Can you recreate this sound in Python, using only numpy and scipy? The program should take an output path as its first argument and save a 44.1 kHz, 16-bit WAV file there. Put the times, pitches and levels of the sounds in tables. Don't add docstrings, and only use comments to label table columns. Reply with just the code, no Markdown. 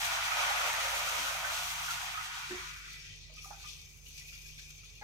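import sys
import numpy as np
from scipy import signal
from scipy.fft import rfft, irfft, next_fast_len
from scipy.io import wavfile
from scipy.ndimage import uniform_filter1d, map_coordinates

SR = 44100
rng = np.random.default_rng(int(sys.argv[2]) if len(sys.argv) > 2 else 0)


def materialize(psi):
    bounded = np.clip(np.atleast_2d(psi).T, -1, 1)
    quanta = np.round(bounded * 32767).astype(np.int16)
    wavfile.write(sys.argv[1], SR, quanta)


N = 221838

# (time [s], share of the sizzle that comes from the rim [0-1])
COVERED = [(0, 0), (2.3, 0), (3.1, .95), (5.03, 1)]
# (frequency [Hz], level [dB])
SPRAY = [(3000, -29.5), (6000, -3.5), (8000, -5), (10500, -4), (13000, -5), (15000, -5.5), (16000, -16)]


def amp(db):
    return 10 ** (np.asarray(db) / 20)


def unit(x):
    return x / np.sqrt(np.mean(x ** 2) + 1e-20)


def along(points, hz):
    freqs, values = np.transpose(points)
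    return np.interp(np.log(hz + 1), np.log(freqs + 1), values)


def curves(rows):
    times, *columns = np.transpose(rows)
    return [np.interp(np.arange(N) / SR, times, column) for column in columns]


def wobble(rate):
    return map_coordinates(rng.standard_normal(4096), [np.arange(N) * rate / SR], mode="wrap")


def filtered(x, response):
    size = next_fast_len(N + SR // 4)
    return irfft(rfft(x, size) * response(np.fft.rfftfreq(size, 1 / SR)), size)[..., :N]


def coloured(x, spectrum):
    return unit(filtered(x, lambda hz: amp(along(spectrum, hz))))


def bump(hz, centre_hz, width_hz):
    return 1 / (1 + (2 * (hz - centre_hz) / width_hz) ** 2)


def resonate(x, peaks):
    return filtered(x, lambda hz: amp(sum(db * bump(hz, centre, width) for centre, width, db in peaks)))


def steady(x):
    return x / np.sqrt(np.abs(uniform_filter1d(np.mean(x ** 2, axis=0), size=5000)) + 1e-12)


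def patchy(x, depth_db):
    bands = signal.stft(x, nperseg=512)[2]
    swell = rng.standard_normal(bands.shape[1:])
    for _ in range(2):
        swell = uniform_filter1d(uniform_filter1d(swell, size=5, axis=0), size=7, axis=1)
    return signal.istft(bands * amp(depth_db * unit(swell)), nperseg=512)[1][:, :N]


def add(track, s, sound):
    part = track[..., round(s * SR):][..., :sound.shape[-1]]
    part += sound[..., :part.shape[-1]]


def kitchen(x, wet_db, near_db=2, near_t60=0.12, shared_hz=650):
    # (frequency [Hz], t60 [s])
    decay = [(200, 0.11), (1000, 0.52), (4000, 0.25), (15000, 0.044)]
    hz, t, bands = signal.stft(rng.standard_normal((2, SR // 3)), SR, nperseg=256)
    tail = signal.istft(bands * amp(-60 * t / along(decay, hz)[:, None]), SR, nperseg=256)[1]
    t = np.arange(tail.shape[1]) / SR
    near = rng.standard_normal(tail.shape) * amp(-60 * t / near_t60) * (t > .001)
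    paths = (amp(wet_db) * unit(tail) + amp(near_db) * unit(near)) / np.sqrt(len(t))
    alike = np.exp(-(np.fft.rfftfreq(len(t), 1 / SR) / shared_hz) ** 2)
    left, right = rfft(paths)
    paths[0] = irfft(alike * right + np.sqrt(1 - alike ** 2) * left, len(t))
    paths[[0, 1], [rng.integers(6, 9), 0]] += 1
    paths /= np.linalg.norm(paths, axis=1, keepdims=True)
    return signal.fftconvolve(x[None], paths, axes=1)[:, :N]


def bubbles(activity, low_hz, high_hz, count, cycles, spread_db, rise):
    when, small, strength, phase = rng.random((count, 4)).T
    start = np.minimum(np.searchsorted(np.cumsum(activity) / activity.sum(), when), N - 1)
    pitch = low_hz[start] * (high_hz[start] / low_hz[start]) ** small
    n = np.arange(900)
    turns = pitch[:, None] * n / SR
    age = turns / cycles
    gain = amp(-spread_db * np.log(1 - .99 * strength))
    envelope = gain[:, None] * age ** 2 * np.exp(-age)
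    ring = envelope * np.sin(2 * np.pi * (turns * (1 + rise * age) + phase[:, None]))
    return np.bincount((start[:, None] + n).ravel(), ring.ravel(), N)[:N]


def background(rumble_db=-62.5, thud_s=3.1, thud_db=-57.5, thud_width_s=.055):
    # (frequency [Hz], level [dB])
    hum_tones = [(48.4, -59), (75.4, -68), (150.7, -67)]
    # (frequency [Hz], level [dB])
    rumble_colour = [(20, -2), (32, -5), (50, -6), (80, 8.5), (100, 8), (125, 3.5), (160, 1), (210, -16.5),
                     (400, -60)]
    hiss_colour = [(100, -9), (250, 11), (320, 2.5), (420, 9.5), (650, -4.5), (1200, -3), (4000, -12),
                   (16000, -10.5)]
    t = np.arange(N) / SR
    thud = amp(thud_db) * np.exp(-((t - thud_s) / thud_width_s) ** 2)
    hum = sum(amp(db + 1.6 * wobble(5.43)) * np.sqrt(2) * np.sin(2 * np.pi * hz * t + 0.69 * wobble(2.44))
              for hz, db in hum_tones)
    noise = lambda: rng.standard_normal(N) + 0.71 * rng.standard_normal((2, N))
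    rumble = np.hypot(amp(rumble_db), thud) * coloured(noise(), rumble_colour)
    hiss = amp(-71) * coloured(noise(), hiss_colour)
    return hum * amp([[-4.5], [2.5]]) + (rumble + hiss) * amp([[-2.5], [1.5]])


def steam(pitch_hz=6270, width_hz=240):
    # (time [s], level [dB])
    jet = [(0, -100), (2.9, -70), (3.55, -68), (3.95, -66.5), (4.15, -65), (4.18, -57), (4.22, -65),
           (5.03, -65.5)]
    whistle = unit(filtered(rng.standard_normal(N), lambda hz: bump(hz, pitch_hz, width_hz)))
    return amp(curves(jet)[0]) * unit(kitchen(whistle, wet_db=5, near_db=-20))


def pot_clank():
    # (time [s], level [dB])
    knocks = [(5.013, -42.5), (5.0215, -35)]
    # (frequency [Hz], level [dB], t60 [s])
    modes = [(587, -39, 0.076), (876, 3, 0.18), (1400, -7, 0.11), (1650, -3, 0.12), (2040, 2, 0.12)]
    out, t = np.zeros(N), np.arange(SR // 5) / SR
    ring = sum(amp(level - 60 * t / t60) * np.sin(2 * np.pi * hz * t) for hz, level, t60 in modes)
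    for s, db in knocks:
        add(out, s, amp(db - 9.5) * ring)
    return kitchen(out, wet_db=2, near_db=-7) * amp([[2], [-2]])


def pot_bonks(attack_s=0.015, flutter_rad=0.62, flutter_hz=90, slap_delay_s=0.012, slap_t60=0.16):
    # (time [s], ring level [dB], pitch [ratio], slap level [dB])
    pushes = [(1.174, -55, .74, -47), (2.497, -37.5, 0.98, -40)]
    # (frequency [Hz], level [dB], t60 [s])
    modes = [(245, -1, 0.07), (320, 8, 0.08), (372, 11, 0.18), (520, -9, 0.1)]
    # (centre [Hz], width [Hz], lift [dB])
    slap_peaks = [(705, 47, 18), (1000, 60, 13), (1540, 100, 18), (1850, 70, 26), (2030, 50, 15),
                  (2490, 110, 13)]
    # (frequency [Hz], level [dB])
    slap_colour = [(120, -11), (210, 13), (400, 9), (560, 1), (750, 2), (2500, 0.5), (4000, -9),
                   (8000, -30)]
    rings, slaps, t = np.zeros((2, N)), np.zeros(N), np.arange(SR // 4) / SR
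    sway = lambda: flutter_rad * map_coordinates(rng.standard_normal(len(t)), [t * flutter_hz], order=1)
    for s, db, ratio, slap_db in pushes:
        ring = sum(amp(level - 60 * t / t60) * np.sin(2 * np.pi * ratio * hz * t + sway())
                   for hz, level, t60 in modes)
        heard = kitchen(ring * (1 - np.exp(-t / attack_s)) ** 2, wet_db=-5, near_db=-11, near_t60=0.083)
        add(rings, s, amp(db) * heard / np.abs(heard).max())
        slap = coloured(resonate(rng.standard_normal(N), slap_peaks), slap_colour)[:len(t)]
        add(slaps, s + slap_delay_s, amp(slap_db - 60 * t / slap_t60) * slap)
    return rings * amp([[-2], [2]]) + kitchen(slaps, wet_db=-4.5, near_db=-3, near_t60=.04)


def spits(t60=0.014):
    # (time [s], level [dB])
    drops = [(3.337, -33), (3.447, -42), (4.183, -46), (4.69, -36)]
    out, t = np.zeros(N), np.arange(SR // 50) / SR
    for s, db in drops:
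        add(out, s, amp(db - 10) * rng.standard_normal(len(t)) * amp(-60 * t / t60))
    ticks = filtered(out, lambda hz: amp(along(SPRAY, hz)))
    return kitchen(ticks, wet_db=-12, near_db=11, near_t60=.03)


def simmer(level_db=-70, low_hz=2190, high_hz=3260):
    covered, = curves(COVERED)
    pops = bubbles(covered ** 8 + 1e-9, np.full(N, low_hz), np.full(N, high_hz),
                   count=45, cycles=3.1, spread_db=0.5, rise=0.0015)
    return amp(level_db) * unit(kitchen(pops, wet_db=-9.5, near_db=1))


def plops(opening_cycles=3, rise=0.42, flutter_rad=0.61, splash_db=-9,
          froth_db=-11, froth_s=.035, froth_oct=1.105, froth_t60=0.017):
    # (time [s], level [dB], pitch [Hz], t60 [s])
    pockets = [(.316, -27, 1285, .06), (.32, -33, 2420, .054), (.386, -32.5, 903, .045),
               (.399, -32, 752, .044), (.42, -32, 1140, .05), (.478, -27, 1217, .045),
               (.503, -27.5, 793, .03), (.605, -28, 1350, .05), (.738, -33, 1234, .03),
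               (1.07, -30.5, 1318, .05), (1.443, -26.5, 1510, .045), (1.881, -27, 1430, .035),
               (1.9, -29.5, 1370, .04), (1.979, -33.5, 1490, .016), (2.147, -34, 1274, .025),
               (2.174, -31.5, 1265, .06), (2.26, -45, 770, .07), (2.368, -47, 800, .04),
               (2.875, -48, 1266, .042), (3.295, -56, 644, .08), (3.312, -59, 500, .04),
               (3.368, -53.5, 1218, .09), (3.38, -41.5, 2460, .05), (3.443, -44, 1194, .06),
               (3.455, -51.5, 785, .075), (3.505, -38, 810, .035), (3.522, -42.5, 800, .04),
               (3.545, -54, 1510, .046), (3.6, -52.5, 1490, .06), (3.639, -45.5, 1194, .07),
               (4.064, -43.5, 2950, .045), (4.21, -51, 1976, .045), (4.283, -42, 2480, .04),
               (4.324, -53.5, 1410, .04), (4.449, -58, 1660, .05), (4.589, -49, 1690, .045),
               (4.698, -59, 1450, .05), (4.829, -59, 1280, .05)]
    out, t = np.zeros((2, N)), np.arange(SR // 5) / SR
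    for s, db, hz, t60 in pockets:
        wall = map_coordinates(rng.standard_normal(len(t)), [t * hz / 4], order=1)
        skin_band = signal.butter(3, [hz * 0.96, hz * 2.07], "band", fs=SR, output="sos")
        splash = amp(splash_db) * unit(signal.sosfilt(skin_band, rng.standard_normal(len(t))))
        ring = np.sin(2 * np.pi * hz * t * (1 + rise * t) + flutter_rad * wall)
        pop = (ring + splash) * amp(-60 * t / t60) * (1 - np.exp(-t * hz / opening_cycles))
        froth_envelope = amp(froth_db - 60 * t / froth_t60) * (1 - np.exp(-t * hz))
        for late, small in rng.random((4, 2)):
            froth_hz = hz * 2 ** (small * froth_oct)
            add(pop, late * froth_s, froth_envelope * np.sin(2 * np.pi * froth_hz * t))
        heard = kitchen(pop, wet_db=-8, near_db=0, near_t60=0.045)
        add(out, s, amp(db) * heard / np.abs(heard).max())
    return out * amp([[-.5], [.5]])


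def crackle(rate, spread_db, spots):
    out = np.zeros((2, N))
    for _ in range(spots):
        strength = np.minimum(rng.exponential(size=N), 5)
        bursts = (rng.random(N) < rate / SR) * amp(spread_db * strength) * rng.choice([-1, 1], N)
        out += kitchen(bursts, wet_db=1.5, near_db=0.5)
    return steady(out)


def spurt(peak_s, rise_s, fall_ratio=2.8):
    t = (np.arange(N) / SR - peak_s) / rise_s
    return np.exp(np.minimum(t, -t / fall_ratio))


def frying(uneven_db=1.0, uneven_at_rim_db=0.2):
    # (time [s], oil level [dB], finest spray level [dB])
    fry = [(0, -39, -45.5), (.22, -39.5, -50), (.6, -40, -46.5), (1.32, -41.5, -47.5), (1.43, -44.5, -52),
           (1.54, -41, -46), (1.94, -45, -51.5), (2.15, -46, -55), (2.66, -47, -59.5), (2.79, -53, -66),
           (3.05, -51, -72), (3.2, -54, -87), (3.32, -56, -96), (3.36, -52, -73), (3.5, -53.5, -70),
           (3.58, -57, -65), (3.63, -49, -62), (3.8, -53, -65.5), (3.94, -61.5, -68), (4.03, -62, -67),
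           (4.11, -54.5, -61.5), (4.46, -55, -62), (4.65, -55, -67.5), (4.75, -56, -69.5), (5.03, -59, -74)]
    # (time [s], oil level [dB], finest spray level [dB], rise [s])
    spurts = [(0.056, -58, -45, 0.017), (0.495, -41, -62, 0.026), (1.91, -40, -46, 0.016),
              (2.93, -55, -61.5, 0.023), (3.16, -56, -68, 0.0063), (3.45, -69, -55, 0.017),
              (3.69, -48, -73, 0.02), (4.182, -47.5, -61, 0.0091), (4.33, -50, -73, 0.0062),
              (4.592, -50, -70, .008), (4.707, -56.5, -60, 0.012), (4.845, -56, -65, 0.0096)]
    # (frequency [Hz], level [dB])
    oil_colour = [(900, -30), (1800, -17), (2400, 2), (3200, 5.5), (4200, 1.5), (5500, -3), (6600, -7),
                  (7700, -8.5), (10000, -19), (16000, -79)]
    oil, spray = amp(curves(fry))
    for s, oil_db, spray_db, rise_s in spurts:
        swell = spurt(s, rise_s)
        oil, spray = np.hypot(oil, amp(oil_db) * swell), np.hypot(spray, amp(spray_db) * swell)
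    covered = np.clip(curves(COVERED)[0], 0, 1)
    on_floor = np.sqrt(1 - covered) * crackle(rate=750, spread_db=2.0, spots=7)
    at_rim = np.sqrt(covered) * crackle(rate=200, spread_db=2.5, spots=5)
    bursts = on_floor + at_rim
    flicker_db = ((1 - covered) * uneven_db + covered * uneven_at_rim_db) * wobble(21.22)
    oil *= amp(1.44 + flicker_db)
    spray *= amp(2.0 + 0.58 * flicker_db + wobble(26.7))
    return oil * coloured(bursts, oil_colour) + spray * coloured(bursts, SPRAY)


def boiling(spots=5, thinning=.4, surge_db=0.9, surge_oct=0.12, smallest_hz=3994, smallest_at_rim_hz=2500):
    # (time [s], level [dB], pitch of the largest bubbles [Hz])
    boil = [(0, -39, 686), (.28, -38.5, 603), (.38, -38, 573), (.5, -35.5, 515), (.62, -36, 460),
            (.88, -38, 460), (1.25, -41, 534), (2.15, -45.5, 735), (2.45, -48, 970), (2.65, -49, 1050),
            (2.78, -54, 1230), (3.08, -60, 1740), (3.3, -69, 2150), (3.95, -68, 2180), (4.01, -73, 2250),
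            (4.1, -68.5, 2280), (5.03, -70, 2400)]
    # (frequency [Hz], level [dB])
    boil_colour = [(200, -7.5), (450, -12), (700, -6), (1000, -2.5), (1350, 3.5), (1700, 3.5), (2400, 9.5),
                   (3300, -1), (4500, -1), (8000, -33)]
    boil_db, low_hz = curves(boil)
    covered, = curves(COVERED)
    surge = wobble(16)
    boil_db += surge_db * surge
    low_hz *= 2 ** (-surge_oct * surge * (1 - covered))
    high_hz = smallest_hz + (smallest_at_rim_hz - smallest_hz) * covered ** 4
    activity = amp(thinning * boil_db)
    streams = [bubbles(activity, low_hz, high_hz, count=1500, cycles=0.9, spread_db=2.0, rise=0.00065)
               for _ in range(spots)]
    heard = sum(kitchen(stream, wet_db=3, near_db=-1) for stream in streams)
    return amp(boil_db + 3) * steady(coloured(heard, boil_colour))


def pan(sizzle):
    # (centre [Hz], width [Hz], lift [dB])
    hollow = [(948, 58, 6.5), (1290, 134, 2), (1450, 30, 7), (1564, 45, 3.5), (1990, 66, 0.5),
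              (3320, 210, 1.5), (6190, 1300, 4)]
    gap = [(1690, 70, 4), (1800, 70, -6), (2120, 90, -13), (2280, 80, 8), (2450, 130, 7), (2760, 60, 5),
           (2920, 120, -9), (3080, 70, 6), (3230, 70, -7), (3370, 60, 3), (3480, 60, -4), (3620, 170, 6.5),
           (3950, 250, -7), (4330, 240, 3), (4900, 300, 1.5), (5600, 200, 3), (6200, 400, 2.5),
           (8900, 1700, -2.5), (12100, 410, 1)]
    gap_left = [(2000, 430, -6.5), (3060, 54, -6), (3260, 91, -11.5), (3600, 180, -7), (7700, 890, -6)]
    gap_right = [(1430, 300, -17), (1960, 180, 11.5), (2610, 160, 0.5), (3080, 440, -24), (4930, 890, -4)]
    covered, = curves(COVERED)
    open_pan = amp(-0.9) * resonate(sizzle, hollow)
    left, right = patchy(open_pan, depth_db=1.8)
    rim = np.array([resonate(left, gap + gap_left), resonate(right, gap + gap_right)])
    return (1 - covered) * open_pan + covered * rim * amp([[.7], [-.7]])


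def scene():
    sizzle = pan(boiling() + frying() + simmer())
    return sizzle + steam() + plops() + pot_bonks() + spits() + pot_clank() + background()


def record(dry):
    top_hz = 15800
    left = lambda hz: 0.034 + 6.9 * bump(hz, 12900, 1070)
    right = lambda hz: -.4 + 6 * bump(hz, 737, 180) + 4 * bump(hz, 1215, 150)
    return filtered(dry, lambda hz: amp([left(hz), right(hz)]) * (hz < top_hz))


dry = scene()
out = record(dry)
materialize(out)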